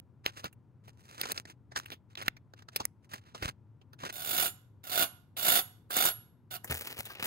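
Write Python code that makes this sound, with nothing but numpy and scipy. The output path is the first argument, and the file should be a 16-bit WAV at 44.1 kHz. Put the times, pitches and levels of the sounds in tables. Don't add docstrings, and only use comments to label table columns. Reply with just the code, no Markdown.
import sys
import numpy as np
from scipy import signal
from scipy.fft import rfft, irfft
from scipy.io import wavfile

SR = 44100
rng = np.random.default_rng(int(sys.argv[2]) if len(sys.argv) > 2 else 0)


def wav_record(signal):
    frames = np.transpose(np.atleast_2d(signal))
    bounded = np.clip(frames, -1, 1)
    quanta = np.round(bounded * 32767).astype(np.int16)
    wavfile.write(sys.argv[1], SR, quanta)


N = 320166
CROSSOVER_HZ, CUTOFF_HZ = 5500, 15800


def from_db(db):
    return 10 ** (np.asarray(db) / 20)


def rms_one(x):
    return x / np.sqrt(np.mean(x ** 2) + 1e-20)


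def butter(x, hz, kind, order=2):
    return signal.sosfilt(signal.butter(order, np.clip(hz, 15, .45 * SR), kind, fs=SR, output="sos"), x)


def drift(rate):
    return np.interp(np.arange(N) / SR * min(rate, 500), np.arange(4000), rng.standard_normal(4000))


def response(colour, resonances=(), lean_db=0):
    f, side = np.arange(N // 2 + 1) * SR / N + 1e-3, np.array([[.5], [-.5]])
    points, levels = np.transpose(colour)
    power = from_db(np.interp(np.log(f), np.log(points), levels) + side * lean_db) ** 2
    for hz, width, db, pan_db in resonances:
        power += from_db(db + side * pan_db) ** 2 / (1 + (2 * (f - hz) / width) ** 2)
    cepstrum = irfft(np.log(power), N)
    cepstrum[:, 0] /= 2
    cepstrum[:, N // 2:] = 0
    return np.exp(rfft(cepstrum))


def ring(x, hz, t60):
    r, w = from_db(-60 / (t60 * SR)), 2 * np.pi * hz / SR
    return signal.lfilter([0, np.sin(w)], [1, -2 * r * np.cos(w), r * r], x + 1e-18)


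def place(x, left_late_ms, pan_db):
    lag = round(left_late_ms * SR / 1000)
    return np.array([np.roll(x[0], max(lag, 0)) * from_db(pan_db / 2),
                     np.roll(x[1], max(-lag, 0)) * from_db(-pan_db / 2)])


def fractures(per_s, size_db, clump_db, clump_rate, spread):
    born = rng.random(N) < per_s / SR
    sizes = from_db(size_db * np.minimum(rng.exponential(1, N), 4)) * rng.choice([-1, 1], N)
    clicks = born * sizes * from_db(clump_db * drift(clump_rate))
    left_lag = np.round(spread * rng.standard_normal(N)).astype(int)
    left = np.bincount(np.clip(np.arange(N) + left_lag, 0, N - 1), clicks, N)
    return rms_one(np.array([left, clicks]))


def stick_slip(per_s, uneven, bite_db):
    catches = np.cumsum(per_s * np.exp(uneven * drift(90))) / SR
    return rms_one(from_db(-bite_db * (catches % 1)))


def gesture(lands, firm, lifts, db, swell_db, treble_db, release_s, attack_s):
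    t = np.arange(N) / SR
    corners = np.maximum.accumulate([lands - attack_s, lands, firm, lifts, lifts + release_s])
    inside = (t > corners[0]) & (t < corners[-1])
    gain = np.zeros(N)
    gain[inside] = from_db(db + np.interp(t[inside], corners, [-swell_db - 40, -swell_db, 0, 0, -40]))
    return np.array([gain, gain * from_db(treble_db)])


def excite(clicks, envelopes, body):
    f = np.arange(N // 2 + 1) * SR / N + 1
    upper = 1 / (1 + (CROSSOVER_HZ / f) ** 8)
    spectrum = 0
    for envelope, band in zip(envelopes, [body * (1 - upper), body * upper]):
        band_rms = np.sqrt(np.mean(abs(band) ** 2 * (f < CUTOFF_HZ)))
        spectrum += rfft(clicks * envelope) * band / band_rms
    return irfft(spectrum, N)


# f/Hz, relative level/dB
RUMBLE_EQ = [(25, -23.5), (50, -20), (80, -7), (108, 3.5), (160, -10), (240, -13), (400, -22.5), (700, -33),
             (1100, -37), (2000, -46), (4000, -57), (15000, -64.5)]
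# f/Hz, width/Hz, relative level/dB, left minus right/dB
RUMBLE_PEAKS = [(910, 210, -31.5, 1), (980, 80, -32.5, 0.5), (1380, 120, -37.5, 1)]


def rumble(level_db=-59, stereo_width=0.37):
    noise = rng.standard_normal(N) + stereo_width * rng.standard_normal((2, N))
    return from_db(level_db) * rms_one(irfft(rfft(noise) * response(RUMBLE_EQ, RUMBLE_PEAKS), N))


# t/s, length/s, level/dB, treble offset/dB
FINGER_RUBS = [(0.24, .06, -50, -12), (0.32, .11, -58, -7), (0.435, .033, -45, -11), (0.84, .065, -68, -7),
               (0.93, .15, -67, -4), (1.085, .235, -49, -6), (1.345, .06, -52, -4), (1.47, .045, -57, -7),
               (1.758, .03, -41, -3), (1.81, .135, -58, -9), (2.09, .04, -71, -10), (2.172, .058, -48, -12),
               (2.25, .045, -58, -8), (2.565, .03, -57, -13), (2.72, .135, -56, -9), (3.025, .025, -70, -6),
               (3.095, .083, -52, -7), (3.215, .105, -67, -13), (3.35, .143, -46, -9),
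               (3.99, .11, -48, -10)]
# f/Hz, relative level/dB
RUB_EQ = [(80, -12), (300, -1.5), (600, -4.5), (1200, 3), (2000, -4), (3000, -3.5), (4500, -8.5),
          (7000, -10.5), (10000, -17), (15500, -21.5)]


def fingers(low_trim_db=1.5, patchy_db=5.0, coarse_db=-7.0):
    crumbs = fractures(per_s=9000, size_db=3.8, clump_db=2.5, clump_rate=200, spread=.8)
    crumbs *= from_db(patchy_db * drift(35)) * stick_slip(per_s=26, uneven=0.75, bite_db=11.5)
    crumbs += from_db(coarse_db) * fractures(per_s=66, size_db=6.5, clump_db=1.5, clump_rate=30, spread=.6)
    envelopes = sum(gesture(s, s + length / 2, s + length, db, swell_db=9.5, treble_db=treble,
                            release_s=0.038, attack_s=0.0083) for s, length, db, treble in FINGER_RUBS)
    return excite(crumbs, envelopes * from_db([[low_trim_db], [0]]), response(RUB_EQ))


# t/s, level/dB, flake f/Hz, decay t60/s, board knock offset/dB, crisp edge offset/dB
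CRUST_SNAPS = [(0.2624, -33, 3600, 0.0099, -8.5, -2.5), (0.442, -40, 1330, 0.054, -8, -4),
               (0.528, -69, 2670, 0.034, -16, 9), (0.88, -64.5, 2460, 0.038, 8.5, 2.5),
               (1.2137, -39, 4530, 0.0093, -5.5, 8), (1.234, -42.5, 2200, 0.05, -8, -18),
               (1.255, -41, 1300, 0.037, -27, -21), (1.2977, -44.5, 1350, 0.067, -2, -10),
               (1.319, -41.5, 4360, 0.012, 1, 11), (1.377, -42.5, 5080, 0.02, -8, -9),
               (1.4538, -55, 1950, 0.026, -2.5, -19), (1.718, -57, 1840, 0.074, 4.5, -17),
               (1.7613, -34.5, 1740, 0.064, -24, -14.5), (1.799, -47, 1610, 0.011, -27, -10),
               (1.859, -53, 2870, 0.034, -25, 3), (1.919, -48, 3440, 0.082, 0, 0),
               (2.1538, -53.5, 3900, 0.011, -33, -7), (2.174, -50, 3400, 0.024, -1, -4.5),
               (2.224, -48, 2290, 0.022, -10, 1.5), (2.2812, -28.5, 2300, 0.011, -34.5, -2),
               (2.367, -59.5, 2210, 0.032, -28.5, -6.5), (2.537, -59, 1520, 0.026, 1, -7.5),
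               (2.6222, -61, 1730, 0.033, -12, -8), (2.686, -52, 1570, 0.037, -17, -14),
               (2.7612, -36, 5000, 0.025, -6, 8), (2.802, -38, 1080, 0.059, -5.5, -12),
               (2.853, -42, 2060, 0.0073, -13, 15), (3.135, -47, 1870, .04, -4, 1),
               (3.348, -46.5, 1300, 0.065, -7.5, -25), (3.4256, -40, 1980, 0.037, -4, -4),
               (3.815, -72, 3160, 0.043, 7.5, -7.5), (3.9322, -57.5, 1510, .04, -17, -3),
               (4.035, -49, 1390, 0.032, 9, -7), (4.931, -44.5, 4540, .016, -7.5, 9),
               (5.368, -49, 3800, 0.034, 2, 6), (5.905, -41.5, 1470, 0.06, -12, 4),
               (5.967, -34.5, 1540, .035, -28, 10.5), (6.052, -32.5, 1490, 0.078, -7, 11.5),
               (6.644, -49, 1890, 0.056, 1, 10.5), (6.7093, -43, 1870, 0.06, 4, 10),
               (6.743, -46.5, 1800, 0.031, -12, 9.5), (6.99, -57, 1910, .012, -15, 15),
               (7.054, -52.5, 3700, 0.058, -24, 11), (7.101, -47, 1630, 0.09, -23, -1.5),
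               (7.245, -49, 1720, 0.038, -3.5, 13)]


def snaps(flake_db=4.0, crack_db=2.5, first_break=4.0, build_up=0.33, ragged_db=2.0):
    size, lead = SR // 8, SR // 40
    out, t = np.zeros((2, N + SR)), (np.arange(size) - lead) / SR
    for s, db, hz, t60, knock_db, edge_db in CRUST_SNAPS:
        centre, sides = rng.standard_normal(size), rng.standard_normal((2, size))
        centre[lead] += first_break
        ragged = ragged_db * np.interp(t, np.linspace(t[0], t[-1], size // 50),
                                       rng.standard_normal(size // 50))
        envelope = from_db(np.where(t < 0, 60 * t / (build_up * t60) - 8, -60 * t / t60) + ragged)
        run, spray = (centre + .7 * sides) * envelope, (centre + sides) * envelope
        layers = [(ring(run, hz, t60=.0045), flake_db),
                  (butter(run, [1000, 5500], "band"), crack_db),
                  (butter(run, [220, 1100], "band"), knock_db),
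                  (butter(spray, [5200, 17000], "band"), edge_db)]
        snap = sum(rms_one(layer) * from_db(db + offset) for layer, offset in layers)
        start = int(s * SR) - lead
        out[:, start:start + size] += snap * np.sqrt(SR / 100 / size)
    return out[:, :N]


# t/s, level/dB, f/Hz, t60/s
BOARD_PUSHES = [(0.447, -36, 150, 0.04), (2.801, -53, 194, 0.08), (3.14, -36.5, 248, 0.025),
                (3.423, -27, 90, 0.031), (3.454, -20.5, 100, 0.02), (3.487, -39.5, 134, 0.092),
                (4.032, -38.5, 167, 0.059), (6.699, -31, 132, .13), (6.708, -35.5, 81.5, 0.3),
                (6.99, -36.5, 103, 0.053)]


def thumps():
    out, t = np.zeros(N + SR), np.arange(SR // 2) / SR
    for s, db, hz, t60 in BOARD_PUSHES:
        start = int(s * SR)
        out[start:start + len(t)] -= from_db(db - 60 * t / t60) * np.sin(2 * np.pi * hz * t)
    return out[:N]


# landing t/s, full pressure t/s, lift t/s, level/dB, swell/dB, treble offset/dB, release/s, ring send/dB
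KNIFE_STROKES = [(4.125, 4.39, 4.472, -33, 16, 3.5, .06, -2), (4.835, 4.995, 5.03, -28, 25, 1.5, .068, -4),
                 (5.371, 5.475, 5.587, -29, 13, 3.5, .06, 2), (5.909, 5.98, 6.09, -31, 8, 1.5, .06, 1),
                 (6.507, 6.555, 6.565, -41, 3, 0.5, .014, -14)]
# f/Hz, relative level/dB
RASP_EQ = [(35, -46.5), (70, -21.5), (140, -4.5), (330, -4), (600, -2.5), (900, 3), (2200, -7), (2900, -2),
           (3600, -8), (4800, -7), (6300, -2.5), (8500, -16.5), (10500, -25.5), (12500, -16.5),
           (15500, -4.5)]
# f/Hz, width/Hz, relative level/dB, left minus right/dB
BLADE_PEAKS = [(374, 15, -3, 5), (720, 70, 4, 4), (1451, 151, 10, -4), (2170, 63, 1, -12),
               (2873, 125, 8, -4), (3485, 220, 4, -10), (3685, 150, 8, -5), (4185, 52, -1, -12),
               (4514, 174, 1, -12), (5446, 168, 0, -8), (6085, 15, 4, -3), (6970, 16, 7, -7),
               (7148, 35, 7, -7), (7633, 220, -1, 0), (8149, 175, 3, -8), (8885, 220, 1, -8),
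               (9292, 26, 12, -1), (10147, 68, 7, -3), (10520, 42, 15, 0), (11355, 64, 13, -3),
               (11911, 131, 9, -1), (12535, 73, 11, -1), (12879, 212, 4, -3), (13496, 128, 4, 3),
               (13781, 112, 9, -6), (14202, 34, 17, -1), (14938, 40, 18, -6), (15182, 78, 6, -5),
               (15647, 94, 10, -1)]
# f/Hz, relative level/dB, t60/s
BLADE_MODES = [(6977, -14, .33), (7147, -9, .18), (8048, -19, .36), (8187, -13, .2), (9290, -8, .18),
               (10152, -9, .14), (10520, -8, .2), (11323, -2, .31), (11379, -3, .26), (12518, -10, .17),
               (14198, -2, .14), (14925, -3, .15), (15640, -9, .15)]
# f/Hz, relative level/dB, t60/s
BOARD_MODES = [(731, 1, 0.07), (1455, 1.5, 0.051)]


def scraping(rasp_db=-1.5, board_db=-15.0, steel_db=-7.5):
    strokes = [gesture(*shape, attack_s=0.0038) for *shape, _ in KNIFE_STROKES]
    envelopes = sum(strokes)
    chips = fractures(per_s=5000, size_db=3.3, clump_db=1.5, clump_rate=120, spread=.7)
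    chips *= stick_slip(per_s=60, uneven=0.41, bite_db=10.5)
    rasp = excite(chips, envelopes * from_db(rasp_db), response(RASP_EQ, BLADE_PEAKS, lean_db=-0.5))
    blade_drive = chips * sum(high * from_db(send) for (_, high), (*_, send) in zip(strokes, KNIFE_STROKES))
    steel = sum(from_db(db) * rms_one(ring(blade_drive * from_db(2 * drift(9)), hz, t60))
                for hz, db, t60 in BLADE_MODES)
    steel = from_db(steel_db) * np.std(blade_drive) * rms_one(steel) * from_db([[-1.5], [1.5]])
    board_drive = chips * envelopes[0]
    wood = sum(from_db(board_db + db) * rms_one(ring(butter(board_drive, 360, "high"), hz, t60))
               for hz, db, t60 in BOARD_MODES)
    return place(rasp + steel, left_late_ms=.42, pan_db=-1) + np.std(board_drive) * wood


# t/s, crunch level/dB, treble level/dB
CUT_ENVELOPE = [(6.67, -62, -59), (6.674, -59, -58), (6.71, -35, -44), (6.77, -48.5, -45),
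                (6.926, -44.5, -48.5), (6.95, -50.5, -55.5), (7.002, -40.5, -42), (7.02, -56.5, -55),
                (7.052, -55, -57), (7.154, -50.5, -59), (7.158, -50.5, -70), (7.26, -34.5, -34)]
# f/Hz, relative level/dB
CRUNCH_EQ = [(60, -13.5), (200, -4), (400, -1.5), (700, -2), (1100, -6), (1700, -1.5), (2800, 1.5),
             (4500, -7.5), (7000, -10.5), (10000, -6.5), (13000, -8.5), (15500, -1.5)]


def cutting():
    t = np.arange(N) / SR
    times, *levels = np.transpose(CUT_ENVELOPE)
    envelopes = np.array([from_db(np.interp(t, times, db)) for db in levels]) * (t > times[0])
    breaks = fractures(per_s=3000, size_db=4.4, clump_db=2.8, clump_rate=130, spread=.7)
    breaks *= stick_slip(per_s=34, uneven=.6, bite_db=12.5)
    return excite(breaks, envelopes, response(CRUNCH_EQ))


def diffuse_tail(x, t60, dull_hz, predelay_s=.004):
    t = np.arange(SR) / SR
    tail = butter(rng.standard_normal((2, SR)), dull_hz, "low", order=1)
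    tail *= from_db(-60 * t / t60) * (t > predelay_s)
    return signal.fftconvolve(x, tail / np.sqrt(np.sum(tail ** 2) / 2), axes=1)[:, :N]


def scene():
    cut_begun = np.arange(N) / SR > 6.6
    crust = snaps()
    handling = place(fingers() + crust * ~cut_begun, left_late_ms=.45, pan_db=-1.5)
    knife = scraping()
    cut = place(cutting() + crust * cut_begun, left_late_ms=-.15, pan_db=1.5)
    tails = from_db(-40.5) * diffuse_tail(handling + cut, t60=.25, dull_hz=4000)
    tails += from_db(-22.5) * diffuse_tail(knife, t60=0.42, dull_hz=4800)
    tails += from_db(-12) * diffuse_tail(knife, t60=0.068, dull_hz=3060)
    return handling + knife + cut + tails + thumps() + place(rumble(), left_late_ms=0, pan_db=3.5)


def record(dry):
    return butter(butter(dry, 42, "high"), CUTOFF_HZ, "low", order=32)


dry = scene()
out = record(dry)
wav_record(out)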